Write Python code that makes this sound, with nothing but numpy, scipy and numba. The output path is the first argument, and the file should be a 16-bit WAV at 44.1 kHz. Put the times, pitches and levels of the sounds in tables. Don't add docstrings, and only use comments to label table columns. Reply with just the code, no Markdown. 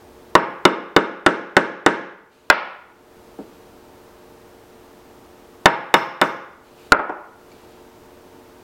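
import sys
import numpy as np
from scipy import signal
from scipy.fft import rfft, irfft, next_fast_len
from scipy.io import wavfile
from numba import njit

SR = 44100
rng = np.random.default_rng(int(sys.argv[2]) if len(sys.argv) > 2 else 0)


def log_audio(samples):
    frames = np.atleast_2d(samples).T
    limited = np.clip(frames, -1, 1)
    pcm = np.round(limited * 32767).astype(np.int16)
    wavfile.write(sys.argv[1], SR, pcm)


N = 380569


def from_db(db):
    return 10 ** (np.asarray(db) / 20)


def rms_one(x):
    return x / np.sqrt(np.mean(x ** 2) + 1e-20)


def unit_blow(x):
    return x / np.sqrt(np.sum(x ** 2) / (SR / 50) + 1e-20)


def at_hz(points, hz):
    point_hz, value = np.transpose(points)
    return np.interp(np.log(np.maximum(hz, 1)), np.log(point_hz), value)


def low_pass(x, hz, order=2):
    return signal.sosfilt(signal.butter(order, min(hz, SR / 2 - 1000), fs=SR, output="sos"), x)


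def add(track, start_s, sound):
    at = round(start_s * SR)
    track[..., at:at + sound.shape[-1]] += sound[..., :track.shape[-1] - at]


def coloured(spectrum, size):
    n = next_fast_len(size)
    hz = np.arange(n // 2 + 1) * SR / n
    shaped = rfft(rng.standard_normal(n)) * from_db(at_hz(spectrum, hz))
    return rms_one(irfft(shaped, n)[:size])


def burst(spectrum, t60):
    t = np.arange(SR // 2) / SR
    return unit_blow(coloured(spectrum, len(t)) * from_db(-60 * t / t60))


def snap(spectrum, size=4096):
    hz = np.arange(size // 2 + 1) * SR / size
    cepstrum = irfft(np.log(from_db(at_hz(spectrum, hz))))
    cepstrum[1:size // 2] *= 2
    cepstrum[size // 2 + 1:] = 0
    pulse = irfft(np.exp(rfft(cepstrum)))
    return unit_blow(np.pad(pulse, (0, SR // 2 - size)))


def ring(modes, extra_db):
    hz, db, t60 = np.transpose(modes)[:, :, None]
    t = np.arange(SR // 2) / SR
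    sines = np.sin(2 * np.pi * hz * t) * from_db(db - 60 * t / t60)
    gains = (-1.) ** np.arange(len(modes)) * from_db(extra_db)
    return gains @ sines


def wood(modes, knock, contact_hz, bench_db, board_hz, board_db, knock_db, knock_t60,
         bench_hz=320, scatter_db=1.5, modes_far_db=-7):
    def seating(hz):
        bench = bench_db * np.exp(-(1.1 * np.log2(hz / bench_hz)) ** 2)
        board = board_db * np.exp(-(3.5 * np.log2(hz / board_hz)) ** 2)
        return bench + board

    mode_hz = np.array(modes)[:, 0]
    body = unit_blow(ring(modes, seating(mode_hz) + scatter_db * rng.standard_normal(len(mode_hz))))
    grid_hz = np.geomspace(60, 16000, 100)
    colour = np.column_stack([grid_hz, at_hz(knock, grid_hz) + seating(grid_hz)])
    near = body + from_db(knock_db) * burst(colour, knock_t60)
    far = from_db(modes_far_db) * body + snap(colour)
    return np.array([unit_blow(low_pass(x, contact_hz, order=3)) for x in (near, far)])


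# start_s, level_db, bench_thump_db, handle_ring_db, blade_ring_db, fibre_cutoff_hz
CHISEL_BLOWS = [(0.3522, 3.5, 0.5, -22, -6, 8150), (0.6524, 8, 7, -11, -10, 8300),
                (0.964, 9.5, 7.5, -13, -13, 8000), (1.263, 10, 6.5, -15.5, -22, 9000),
                (1.567, 11.5, 5.5, -16.5, -9, 8500), (1.8626, 12, 5, -14.5, -10, 8400),
                (5.6571, 6, -5, -13, -4, 8040), (5.9404, 6.5, -5.5, -8.5, 6, 15000),
                (6.2145, 3, -2, -11.5, -10, 13620)]
# board_resonance_hz, board_resonance_db, splitting_db
CUT_STARTS = [(1030, 5.5, -28.5), (830, 3.5, -25.5)]
# pitch_hz, level_db, t60_s
BOARD_RING = [(180.6, -11.5, 0.12), (280, -11, 0.073), (344.3, -0.5, 0.17), (390, -10.5, .06),
              (494.2, -8.5, 0.077), (511, -3.5, 0.13), (585, -5.5, 0.076), (653, -4, 0.095),
              (710, -10.5, 0.033), (801.6, 0.5, 0.075), (943, -7, 0.23), (1039, 0, 0.04),
              (1077.5, -2.5, 0.073), (1106, -1.5, 0.069), (1264, -9, 0.096), (1319, -8, 0.074),
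              (1457, -5, .07), (1510, -6, 0.11), (1706, -6, 0.073), (1814, -1, 0.031), (1990, -9.5, 0.046)]
# pitch_hz, level_db_per_hz
BOARD_THUD = [(60, -30), (120, -14.5), (190, -2.5), (280, -5), (430, 4), (600, -3.5), (1000, -3),
              (1500, -4.5), (2100, -6), (2500, -9), (3500, -11.5), (4400, -13), (16000, -29.5)]
# pitch_hz, level_db, t60_s
HANDLE_RING = [(2080, 7.5, 0.03), (2200, 4, 0.041), (2313, -1, .04), (2870, 2.5, .04), (2977, 3.5, .04),
               (3490, 3, .025), (3648, 9, 0.028), (5100, 2.5, .008)]
# pitch_hz, level_db, t60_s
BLADE_RING = [(5270, -35.5, 0.19), (5320, -33.5, .24), (5500, -40.5, .12), (7600, -39, 0.098),
              (10580, -40.5, .1)]
# pitch_hz, level_db_per_hz
FIBRE_CRACKLE = [(100, -31), (1500, -9.5), (3500, -2), (4400, -2.5), (5400, 1), (7000, 0), (9500, 1),
                 (12000, -3.5), (15000, -3)]
PAUSE_S = 1
WEDGE_SHARE, TIGHT_BOARD_HZ, TIGHT_SPLIT_DB = .22, 1890, 11
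CONTACT_HZ, CONTACT_DOUBLING_DB = 2350, 25.5


def chisel(handle_far_db=-5.0, split_far_db=3.0):
    out = np.zeros((2, N))
    blows = np.array(CHISEL_BLOWS)
    runs = np.split(blows, np.flatnonzero(np.diff(blows[:, 0]) > PAUSE_S) + 1)
    for run, (loose_hz, board_db, loose_split_db) in zip(runs, CUT_STARTS):
        for count, (start_s, level_db, bench_db, handle_db, blade_db, split_hz) in enumerate(run):
            wedged = 1 - (1 - WEDGE_SHARE) ** count
            board_hz = loose_hz + wedged * (TIGHT_BOARD_HZ - loose_hz)
            split_db = loose_split_db + wedged * TIGHT_SPLIT_DB
            contact_hz = CONTACT_HZ * 2 ** (level_db / CONTACT_DOUBLING_DB)
            thud = wood(BOARD_RING, BOARD_THUD, contact_hz, bench_db, board_hz, board_db,
                        knock_db=-7.0, knock_t60=0.059)
            handle = unit_blow(ring(HANDLE_RING, rng.standard_normal(len(HANDLE_RING))))
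            handle = from_db([[handle_db], [handle_db + handle_far_db]]) * handle
            blade = ring(BLADE_RING, blade_db)
            fibres = np.array([burst(FIBRE_CRACKLE, t60=.016), from_db(split_far_db) * snap(FIBRE_CRACKLE)])
            split = from_db(split_db) * low_pass(fibres, split_hz, order=4)
            add(out, start_s, from_db(level_db) * (thud + handle + blade + split))
    return out


# start_s, level_db, contact_cutoff_hz, bench_thump_db,
# board_resonance_hz, board_resonance_db, rattle_db
MALLET_LANDINGS = [(2.5, 7.5, 3200, -4.5, 1410, -0.5, -24), (6.9205, 4, 1750, 0.5, 1390, 2.5, -54),
                   (6.992, -10, 1480, 6, 1010, 6, -34), (7.095, -16, 1180, 5.5, 774, 6.5, -30.5)]
# pitch_hz, level_db, t60_s
MALLET_RING = [(290, -19, 0.066), (340, -15, 0.068), (456, -11.5, 0.049), (557, -17, .06), (630, -12, 0.07),
               (739, -10.5, 0.068), (870, -11, 0.071), (926, -7, .06), (1130, -10.5, 0.032),
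               (1264, -4.5, .045), (1440, 3.5, 0.026), (1628, -3.5, .04), (1933, -3, 0.017),
               (2055, -7.5, 0.067), (2350, -14.5, .03), (2800, -16, .025), (3450, -4, 0.013),
               (4900, -3.5, .02)]
# pitch_hz, level_db_per_hz
MALLET_THUD = [(60, -34.5), (130, -22.5), (200, -6.5), (300, -5), (450, 2.5), (700, 1), (1400, 0.5),
               (1800, -2.5), (2500, -1), (3400, -9), (5000, -8.5), (7000, -24), (16000, -27)]


def mallet_dropped():
    out = np.zeros((2, N))
    for start_s, level_db, contact_hz, bench_db, board_hz, board_db, rattle_db in MALLET_LANDINGS:
        thud = wood(MALLET_RING, MALLET_THUD, contact_hz, bench_db, board_hz, board_db,
                    knock_db=-5.5, knock_t60=.035)
        rattle = from_db(rattle_db) * low_pass(burst(FIBRE_CRACKLE, t60=0.025), hz=4484)
        add(out, start_s, from_db(level_db) * (thud + rattle))
    return out


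# start_s, level_db
EDGE_SET_DOWNS = [(3.388, -31.5)]
# start_s, level_db
NAIL_TICKS = [(7.517, -47)]
# pitch_hz, level_db, t60_s
NAIL_RING = [(2310, -2, .05), (4180, -7, 0.017), (4500, -3, 0.027), (7100, -5, .015)]


def handling():
    out = np.zeros((2, N))
    for start_s, level_db in EDGE_SET_DOWNS:
        bump = wood(BOARD_RING, BOARD_THUD, contact_hz=750, bench_db=8.5, board_hz=223, board_db=5,
                    knock_db=-1.5, knock_t60=0.058)
        add(out, start_s, from_db(level_db) * bump)
    for start_s, level_db in NAIL_TICKS:
        add(out, start_s, ring(NAIL_RING, level_db))
    return out


# start_s, length_s, level_db
HAND_SLIDES = [(2.29, .09, -53.5), (3.35, .25, -66.5), (6.619, .07, -58.5), (6.758, 0.095, -59),
               (7.472, 0.27, -62)]
# pitch_hz, level_db_per_hz
SKIN_COLOUR = [(100, -31.5), (1000, -12.5), (1900, -9), (2400, 7.5), (3500, 3), (4400, 2.5), (5400, -5.5),
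               (7000, -4), (10000, -10.5), (16000, -15.5)]
SLIDE_ATTACK_S, SLIDE_RELEASE_T60_S = 0.038, .8


def hand_rub():
    t = np.arange(N) / SR
    level = np.zeros(N)
    for start_s, length_s, level_db in HAND_SLIDES:
        swell = np.clip((t - start_s) / SLIDE_ATTACK_S, 0, 1)
        fade_db = -60 * np.maximum(t - start_s - length_s, 0) / SLIDE_RELEASE_T60_S
        level += swell * from_db(level_db + fade_db)
    return level * coloured(SKIN_COLOUR, N)


# pitch_hz, t60_s
WORKSHOP_T60 = [(100, 0.64), (220, 0.4272), (600, 0.5315), (1300, 0.58), (2600, 0.5122), (6000, 0.47),
                (10000, -0.06), (16000, 0.4)]
# pitch_hz, level_db
WORKSHOP_COLOUR = [(60, -12.5), (120, -5), (175, 5), (270, -1.5), (420, -0.5), (620, -1), (1200, -2),
                   (2300, -3.5), (3700, -5), (6000, -2.5), (10000, 0), (15000, -4)]
# delay_s, level_db
WORKSHOP_ECHOES = [(.0068, -9), (0.0105, -6.5), (0.0248, -11.5)]


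def workshop(near, far, wet_db, build_s, echo_cut_hz):
    t = np.arange(SR) / SR
    edges_hz = np.geomspace(50, 18000, 18)
    tail, echoes = np.zeros((2, SR))
    for low, high in zip(edges_hz, edges_hz[1:]):
        centre_hz = np.sqrt(low * high)
        band_filter = signal.butter(2, [low, high], "band", fs=SR, output="sos")
        band = signal.sosfilt(band_filter, rng.standard_normal(SR))
        decay_db = -60 * t / at_hz(WORKSHOP_T60, centre_hz)
        tail += band * from_db(at_hz(WORKSHOP_COLOUR, centre_hz) + decay_db)
    tail *= from_db(wet_db) * (1 - np.exp(-t / build_s))
    for delay_s, level_db in WORKSHOP_ECHOES:
        add(echoes, delay_s, from_db([level_db]))
    echoed = low_pass(signal.fftconvolve(near, echoes)[:N], echo_cut_hz)
    reverberation = signal.fftconvolve(far, tail)[:N]
    return near + echoed + reverberation


# pitch_hz, level_db_per_hz
AIR_COLOUR = [(25, -9), (50, -2.5), (90, -2), (160, -6.5), (260, 1.5), (370, -2), (470, -3.5), (560, -5),
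              (850, -5), (1300, -10.5), (2200, -17.5), (5000, -23), (10000, -28), (15500, -27)]
AIR_DB = -48
# pitch_hz, rms_level_db
MACHINE_HUM = [(360.5, -54.5), (450.6, -55.5), (479.5, -62.5), (600, -60.5), (904, -66)]


def background(waver=0.27):
    t = np.arange(N) / SR
    knots_s = np.linspace(0, N / SR, 40)
    hum = np.zeros(N)
    for hz, level_db in MACHINE_HUM:
        drift = np.interp(t, knots_s, np.cumsum(rng.normal(0, waver, len(knots_s))))
        hum += from_db(level_db) * np.sqrt(2) * np.sin(2 * np.pi * hz * t + drift)
    return from_db(AIR_DB) * coloured(AIR_COLOUR, N) + hum


def scene():
    near, far = chisel() + mallet_dropped() + handling()
    in_room = workshop(near, far, wet_db=-35.5, build_s=.008, echo_cut_hz=3100)
    return (in_room + hand_rub() + background())[None]


@njit
def ducking(over_db, attack, release):
    out, held = np.zeros(len(over_db)), 0.
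    for i in range(len(over_db)):
        held = max(held + attack * max(over_db[i] - held, 0.) - release, 0.)
        out[i] = held
    return out


CUTOFF_HZ = 16000


def record(dry, threshold_db=-10.5, lag_s=0.00081, attack_s=0.0049, release_db_per_s=27.0):
    over_db = 20 * np.log10(np.abs(dry[0]) + 1e-9) - threshold_db
    reduction_db = ducking(over_db, 1 / (attack_s * SR), release_db_per_s / SR)
    t = np.arange(N) / SR
    ducked = dry * from_db(-np.interp(t - lag_s, t, reduction_db))
    overloaded = np.clip(ducked, -1, 1)
    return signal.sosfilt(signal.ellip(10, .1, 70, CUTOFF_HZ, fs=SR, output="sos"), overloaded)


dry = scene()
out = record(dry)
log_audio(out)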